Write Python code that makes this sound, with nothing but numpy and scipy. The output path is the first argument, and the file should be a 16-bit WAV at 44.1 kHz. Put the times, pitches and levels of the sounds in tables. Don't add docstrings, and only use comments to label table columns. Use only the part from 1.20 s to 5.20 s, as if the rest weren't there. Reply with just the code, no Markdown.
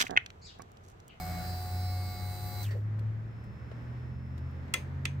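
import sys
import numpy as np
from scipy import signal
from scipy.fft import rfft, irfft, next_fast_len
from scipy.io import wavfile

SR = 44100
rng = np.random.default_rng(int(sys.argv[2]) if len(sys.argv) > 2 else 0)


def unload_wav(signal):
    wavfile.write(
        sys.argv[1],
        SR,
        np.round(np.clip(np.atleast_2d(signal).T, -1, 1) * 32767).astype(np.int16),
    )


N = 176400
T = np.arange(N) / SR
PUMP_N, PUMP_T = 2 * SR, T[:2 * SR]


def amp(db):
    return 10 ** (np.asarray(db) / 20)


def pan(left_over_right_db):
    return amp(left_over_right_db * np.array([[.5], [-.5]]))


def unit(x):
    return x / np.sqrt(np.mean(x ** 2) + 1e-20)


def curve(points, size=N):
    return np.interp(T[:size], *np.transpose(points))


def at_hz(points, hz):
    freq_hz, value = np.transpose(points)
    return np.interp(np.log(hz + 1), np.log(freq_hz + 1), value)


def add(mix, start_s, sound):
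    part = mix[:, round(start_s * SR):][:, :sound.shape[1]]
    part += sound[:, :part.shape[1]]


def wander(per_s, size=N):
    return np.interp(T[:size] * per_s, np.arange(2000), rng.standard_normal(2000))


def fading(per_s, size, depth=.9):
    drift = wander(per_s, size) + 1j * wander(per_s, size)
    return abs(1 + depth * drift) / np.sqrt(1 + 4 / 3 * depth ** 2)


def sine(turns):
    return np.sqrt(2) * np.sin((2 * np.pi * (turns % 1)).astype(np.float32))


def tone(turns, spread=0):
    offset = rng.random() + spread * rng.uniform(-0.49, 0.26, (2, 1))
    return sine(turns + offset)


# freq_hz, correlation
LIKENESS = [(60, 0.96), (130, 0.62), (290, 0.93), (640, 0.16), (1400, -.1), (3000, 0), (7000, 0.09)]
def noise(spectrum, tilt_db=0, size=N):
    hz = np.fft.rfftfreq(size, 1 / SR)
    left, other = rfft(rng.standard_normal((2, size)))
    likeness = at_hz(LIKENESS, hz)
    right = likeness * left + np.sqrt(1 - likeness ** 2) * other
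    colour = amp(at_hz(spectrum, hz) + tilt_db * np.log2(np.maximum(hz, 500) / 3000))
    return unit(irfft(np.array([left, right]) * colour, size))


# shaft_multiple, level_db, fade_db_per_s, left_over_right_db
IMPELLER_TONES = [(1, -57, -5, 1.5), (2, -52.5, 10.5, 2), (4, -63.5, -2, 0), (6, -64.5, 0.5, -2),
                  (8, -44.5, 5.5, 1.5), (16, -66.5, 1.5, -3), (29, -77.5, 0, 15.5), (40, -68, 1, 4)]
# time_s, level_db
SING_LOW = [(0, -56), (.19, -57), (.28, -69), (.54, -69), (.76, -59), (1.12, -58), (1.21, -67.5),
            (1.42, -58)]
SING_MID = [(0, -72), (.2, -55.5), (.46, -60.5), (.64, -57.5), (.81, -64), (.92, -57.5), (1.2, -56),
            (1.3, -61.5), (1.41, -50.5)]
SING_HIGH = [(0, -56), (.13, -70), (.28, -57.5), (.42, -67), (.7, -56), (.86, -68), (1.021, -60),
             (1.26, -67), (1.41, -55)]
SINGING = {24: SING_LOW, 44: SING_MID, 45: SING_HIGH}
# harmonic, level_db
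SECOND_FAMILY = [(4, -78), (5, -58), (7, -65.5), (8, -78), (9, -74), (12, -72)]
def impeller(turns, lag, second_ratio=1.832, stop_s=1.423, stop_db_per_s=520):
    out = np.zeros((2, PUMP_N))
    for k, db, fade, pan_db in IMPELLER_TONES:
        out += amp(db - fade * PUMP_T + wander(15, PUMP_N)) * sine(k * turns - lag[k]) * pan(pan_db)
    for k, levels in SINGING.items():
        level = amp(curve(levels, PUMP_N) + wander(19.35, PUMP_N))
        out += level * sine(k * turns - lag[k]) * pan(-1.5)
    for k, db in SECOND_FAMILY:
        out += amp(db + 2.5 * wander(8.7, PUMP_N)) * tone(k * second_ratio * turns, spread=0.32)
    return out * amp(-stop_db_per_s * np.maximum(PUMP_T - stop_s, 0))


def treble_flicker(depth_db=4.5, patches=44):
    return [depth_db * patch / patches * wander(14, PUMP_N) for patch in range(patches)]


# freq_hz, level_db
BUZZ_SPECTRUM = [(300, -85), (1000, -73), (2200, -83), (2800, -87), (3650, -98), (3950, -73), (4350, -65.5),
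                 (5150, -65), (5400, -84), (7000, -84), (8700, -71), (10000, -80), (11400, -105),
                 (12000, -63.5), (12600, -77.5), (13700, -71.5), (14500, -79), (15100, -68.5), (16000, -74)]
# freq_hz, left_over_right_db
BUZZ_PAN = [(2000, 8.5), (4500, -1), (7000, 2), (15000, -1.5)]
# freq_hz, changes_per_s
BUZZ_FADE_RATE = [(4000, 6), (15000, 12)]
# time_s, gain_db
BUZZ_SWELL = [(0, -4.5), (.18, -2.5), (.32, 3.5), (.48, -1.5), (.65, 2), (.92, 3), (1.05, 1), (1.28, 0),
              (1.42, -3.5)]
def pump_buzz(turns, lag, shaft_hz, flicker_db, scatter_db=3):
    out = np.zeros((2, PUMP_N))
    taken = [row[0] for row in IMPELLER_TONES] + list(SINGING)
    for k in np.setdiff1d(np.arange(3, 174), taken):
        hz = k * shaft_hz
        db = at_hz(BUZZ_SPECTRUM, hz) + scatter_db * rng.uniform(-1.4, 1, (2, 1)) + flicker_db[k // 4]
        if 4000 < hz < 5400:
            db += curve(BUZZ_SWELL, PUMP_N)
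        swell = fading(at_hz(BUZZ_FADE_RATE, hz), PUMP_N)
        out += amp(db) * swell * sine(k * turns - lag[k]) * pan(at_hz(BUZZ_PAN, hz))
    return out


# freq_hz, density_db
HISS_SPECTRUM = [(200, -11.5), (550, 3.5), (1000, 0), (2100, -0.5), (2600, -9.5), (3600, -10), (4200, -3),
                 (5600, -7), (8500, -6), (11000, -32), (12000, -5.5), (15500, -7)]
def hiss(turns, throb=0.24):
    return amp(-51) * noise(HISS_SPECTRUM, size=PUMP_N) * (1 + throb * np.cos(2 * np.pi * turns))


# time_s, turns_per_s
SHAFT_SPEED = [(0, 91.9), (.15, 91.4), (.5, 91.1), (.75, 90.85), (1.1, 90.65), (1.44, 90.45)]
# time_s, gain_db
PUMP_LOAD = [(0, 1.5), (.35, -0.5), (.8, -2), (1.3, -1), (1.43, 2)]
def fuel_pump(cut_s=1.44, coast_s=0.062, buzz_stop_db_per_s=600, hiss_stop_db_per_s=145):
    unpowered_s = np.maximum(PUMP_T - cut_s, 0)
    speed = curve(SHAFT_SPEED, PUMP_N) * np.exp(-unpowered_s / coast_s)
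    turns = np.cumsum(speed) / SR + 0.00028 * wander(60, PUMP_N)
    flicker_db = treble_flicker()
    lag = np.cumsum(0.76 * (rng.random((175, 1, 1)) - .5), axis=0)
    apart = np.interp(np.arange(175), [8, 30, 56, 64], [.04, .5, .6, 1])[:, None, None]
    lag = lag + apart * (rng.random((175, 2, 1)) - .5)
    tones = impeller(turns, lag)
    whirr = pump_buzz(turns, lag, speed[0], flicker_db) * amp(-buzz_stop_db_per_s * unpowered_s)
    whirr += hiss(turns) * amp(-hiss_stop_db_per_s * unpowered_s)
    return np.pad(tones + whirr * amp(curve(PUMP_LOAD, PUMP_N)), ((0, 0), (0, N - PUMP_N)))


# freq_hz, density_db
GURGLE_SPECTRUM = [(300, -25), (500, -5), (650, 13), (850, -14), (1400, 2), (2100, -3), (2700, -11.5),
                   (8000, -24)]
# time_s, level_db
GURGLE_LEVEL = [(0, -52.5), (.12, -48.5), (.25, -51), (.4, -59), (.6, -90)]
def fuel_gurgle(churn_db=2):
    return noise(GURGLE_SPECTRUM) * amp(curve(GURGLE_LEVEL) + churn_db * wander(70))


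# time_s, pitch_hz
ENGINE_PITCH = [(0, 84.2), (.45, 89.88), (1, 94.4), (1.5, 103.5), (2, 110.3), (2.5, 118), (3, 125.8),
                (3.5, 130.7), (4, 139.9)]
# time_s, level_db
DRONE_LEVEL = [(0, -41.5), (.46, -38.5), (.56, -32), (.8, -33), (.98, -44.5), (1.03, -33.5), (1.15, -41),
               (1.23, -37), (1.31, -41.5), (1.48, -32), (1.64, -34), (1.87, -31.5), (2.05, -40.5),
               (2.38, -47.5), (2.7, -40.5), (3.4, -45.5), (3.52, -52), (3.72, -42), (4, -36.5)]
UNDERTONE_LEVEL = [(0, -49), (1.6, -60), (2.7, -51), (3.2, -40.5), (3.42, -40), (3.52, -50), (3.68, -40.5),
                   (4, -38)]
# pitch_multiple, first_db, settled_db, settle_s
ENGINE_OVERTONES = [(1.37, -51.5, -60, 0.56), (1.71, -74, -54, 2), (2, -45, -61, 0.54)]
def distant_engine(waver_db=3, flutter_db=0.12, reflection_db=-19):
    turns = np.cumsum(curve(ENGINE_PITCH)) / SR
    level = amp(curve(DRONE_LEVEL) - flutter_db * wander(25))
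    direct = tone(turns)
    reflected = amp(reflection_db) * wander(3.08) * tone(turns) * [[1], [-1]]
    out = level * (direct + reflected) + amp(curve(UNDERTONE_LEVEL)) * tone(.635 * turns, spread=0.017)
    for k, first_db, settled_db, settle_s in ENGINE_OVERTONES:
        db = settled_db + (first_db - settled_db) * np.exp(-T / settle_s)
        out += amp(db + waver_db * wander(6)) * tone(k * turns, spread=0.099)
    return out


# freq_hz, density_db
AIR_SPECTRUM = [(200, -0.5), (300, -8), (380, -12.5), (540, -13.5), (720, -18), (1000, -17.5),
                (1900, -19.5), (2800, -31.5), (4800, -40), (7500, -46.5), (9600, -56.5), (12000, -51.5),
                (15500, -54)]
RUMBLE_SPECTRUM = [(20, -30.5), (35, -15), (50, -3), (85, 5), (120, 3.5), (180, -4.5), (260, -20),
                   (400, -21.5), (1000, -67)]
# time_s, level_db
AIR_LEVEL = [(0, -54.5), (1.7, -54), (2.15, -54), (2.6, -53), (3.1, -53), (3.45, -50.5), (4, -51.5)]
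def outdoors(swell_db=1.03, rumble_db=-47):
    low_cut = signal.butter(4, 230, "high", fs=SR, output="sos")
    air = unit(signal.sosfilt(low_cut, noise(AIR_SPECTRUM)))
    air *= amp(curve(AIR_LEVEL) + swell_db * wander(5.03))
    return air + amp(rumble_db) * noise(RUMBLE_SPECTRUM)


# pitch_hz, level_db
WHINE_PARTIALS = [(2619, -77.5), (5238, -79.5), (7857, -101.5), (10476, -100), (13095, -100)]
# time_s, gain_db
WHINE_GAIN = [(0, -16), (1.9, -14), (2.2, 1), (3.35, 0), (3.47, -4), (3.6, -46)]
def electrical_whine():
    return amp(curve(WHINE_GAIN)) * sum(amp(db) * tone(hz * T, spread=0.63) for hz, db in WHINE_PARTIALS)


# start_s, level_db, tilt_db_per_octave, t60_s
TICKS = [(1.429, -43, 5.5, 0.14), (1.508, -48.5, -4.5, 0.22), (1.7918, -54, -1.5, 0.044),
         (2.2394, -65, 2, 0.062), (2.5137, -43, -8, 0.072), (3.178, -50.5, -3.5, 0.049),
         (3.3094, -67, 9, 0.061), (3.479, -53, -6.5, 0.074)]
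# freq_hz, density_db
TICK_SPECTRUM = [(200, -13), (560, 1), (900, -6), (2200, -2), (4500, -3.5), (8000, -9.5), (15500, -10.5)]
def ticks(rise_s=0.00041):
    out, t = np.zeros((2, N)), T[:SR // 3]
    for start_s, db, tilt_db, t60 in TICKS:
        envelope = (1 - np.exp(-t / rise_s)) * amp(db - 60 * t / t60)
        add(out, start_s, envelope * noise(TICK_SPECTRUM, tilt_db, len(t)))
    return out


# start_s, length_s, start_hz, end_hz, waver_hz, level_db
RUNDOWN_GLIDES = [(1.442, 0.073, 3515, 2220, 330, -53.5), (1.486, 0.091, 1984, 1726, 170, -52),
                  (1.533, .08, 518.4, 423, 127, -48)]
# start_s, pitch_hz, level_db, t60_s
CLINKS = [(1.429, 4600, -51, 0.055), (1.432, 6300, -52, .07), (1.508, 4500, -57, .12),
          (1.508, 5500, -62.5, 0.12)]
def pump_rundown(shake_per_s=600, rasp_share=.3, clink_waver_hz=91):
    out, t = np.zeros((2, N)), T[:SR // 4]
    for start_s, length_s, start_hz, end_hz, waver_hz, db in RUNDOWN_GLIDES:
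        progress = np.arange(0, 1, 1 / (length_s * SR))
        rasp = fading(start_hz * rasp_share, len(progress))
        hz = start_hz * (end_hz / start_hz) ** progress + waver_hz * wander(shake_per_s, len(progress))
        envelope = amp(db) * np.sin(np.pi * progress ** 0.42)
        add(out, start_s, envelope * rasp * tone(np.cumsum(hz) / SR, spread=0.35))
    for start_s, pitch_hz, db, t60 in CLINKS:
        hz = pitch_hz + clink_waver_hz * wander(shake_per_s, len(t))
        add(out, start_s, amp(db - 60 * t / t60) * tone(np.cumsum(hz) / SR, spread=0.64))
    return out


# start_s, level_db, tilt_db_per_octave, ring_db, echo_db
SWITCH_IMPACTS = [(3.5378, -23.5, 4, -9, -22), (3.539, -16, 4.5, -7, -25), (3.541, -21.5, -8, -0.5, -16),
                  (3.8532, -27.5, -0.5, -6.5, -31), (3.8539, -17.5, -2.5, -13, -24)]
# freq_hz, density_db
SNAP_SPECTRUM = [(200, -23), (450, -12), (700, -12.5), (1100, -4), (1400, -10), (2000, 7.5), (2450, 12.5),
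                 (2850, 7), (3200, 3.5), (4000, 0.5), (6000, -4.5), (8500, -2.5), (11000, -13),
                 (15500, -15)]
# pitch_hz, gain_db, t60_s
HOUSING_MODES = [(1330, -17.5, 0.05), (1790, -16, 0.091), (1946, -13, 0.06), (2060, -12, 0.099),
                 (2450, -17, 0.049), (2740, -12, 0.023), (3370, -11, 0.074), (3770, -18, .03),
                 (6250, -22, 0.056), (6320, -27.5, 0.19), (6700, -20, 0.031)]
def switch_snaps(rise_s=0.00066, crack_t60_s=0.017, echo_rise_s=0.0024, echo_t60_s=0.22, rattle_per_s=220):
    out, t = np.zeros((2, N)), T[:SR // 3]
    for start_s, db, tilt_db, ring_db, echo_db in SWITCH_IMPACTS:
        crack = noise(SNAP_SPECTRUM, tilt_db, len(t)) * amp(-60 * t / crack_t60_s)
        echo = noise(SNAP_SPECTRUM, tilt_db - 2, len(t)) * amp(echo_db - 60 * t / echo_t60_s)
        echo *= 1 - np.exp(-t / echo_rise_s)
        ring = np.zeros_like(crack)
        for hz, mode_db, t60 in HOUSING_MODES:
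            mode = amp(ring_db + mode_db - 60 * t / t60) * tone(hz * t, spread=0.43)
            ring += mode * fading(rattle_per_s, len(t))
        add(out, start_s, amp(db) * (1 - np.exp(-t / rise_s)) * (crack + echo + ring))
    return out


# freq_hz, left_over_right_db
TANK_BALANCE = [(200, -4), (700, 0), (1290, -4.5), (2380, 1.5), (4400, -2.5), (8120, 1.5), (15000, 1)]
def above_tank(sound):
    size = next_fast_len(N + SR)
    lean_db = at_hz(TANK_BALANCE, np.fft.rfftfreq(size, 1 / SR))
    return irfft(rfft(sound, size) * pan(lean_db), size)[:, :N]


def scene():
    motorcycle = fuel_pump() + fuel_gurgle() + ticks() + pump_rundown() + switch_snaps()
    return above_tank(motorcycle) + distant_engine() + outdoors() + electrical_whine()


def record(dry):
    low_pass = signal.firwin(511, 15760, window=("kaiser", 9), fs=SR)
    return signal.oaconvolve(dry, low_pass[None], "same")


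dry = scene()
out = record(dry)
unload_wav(out)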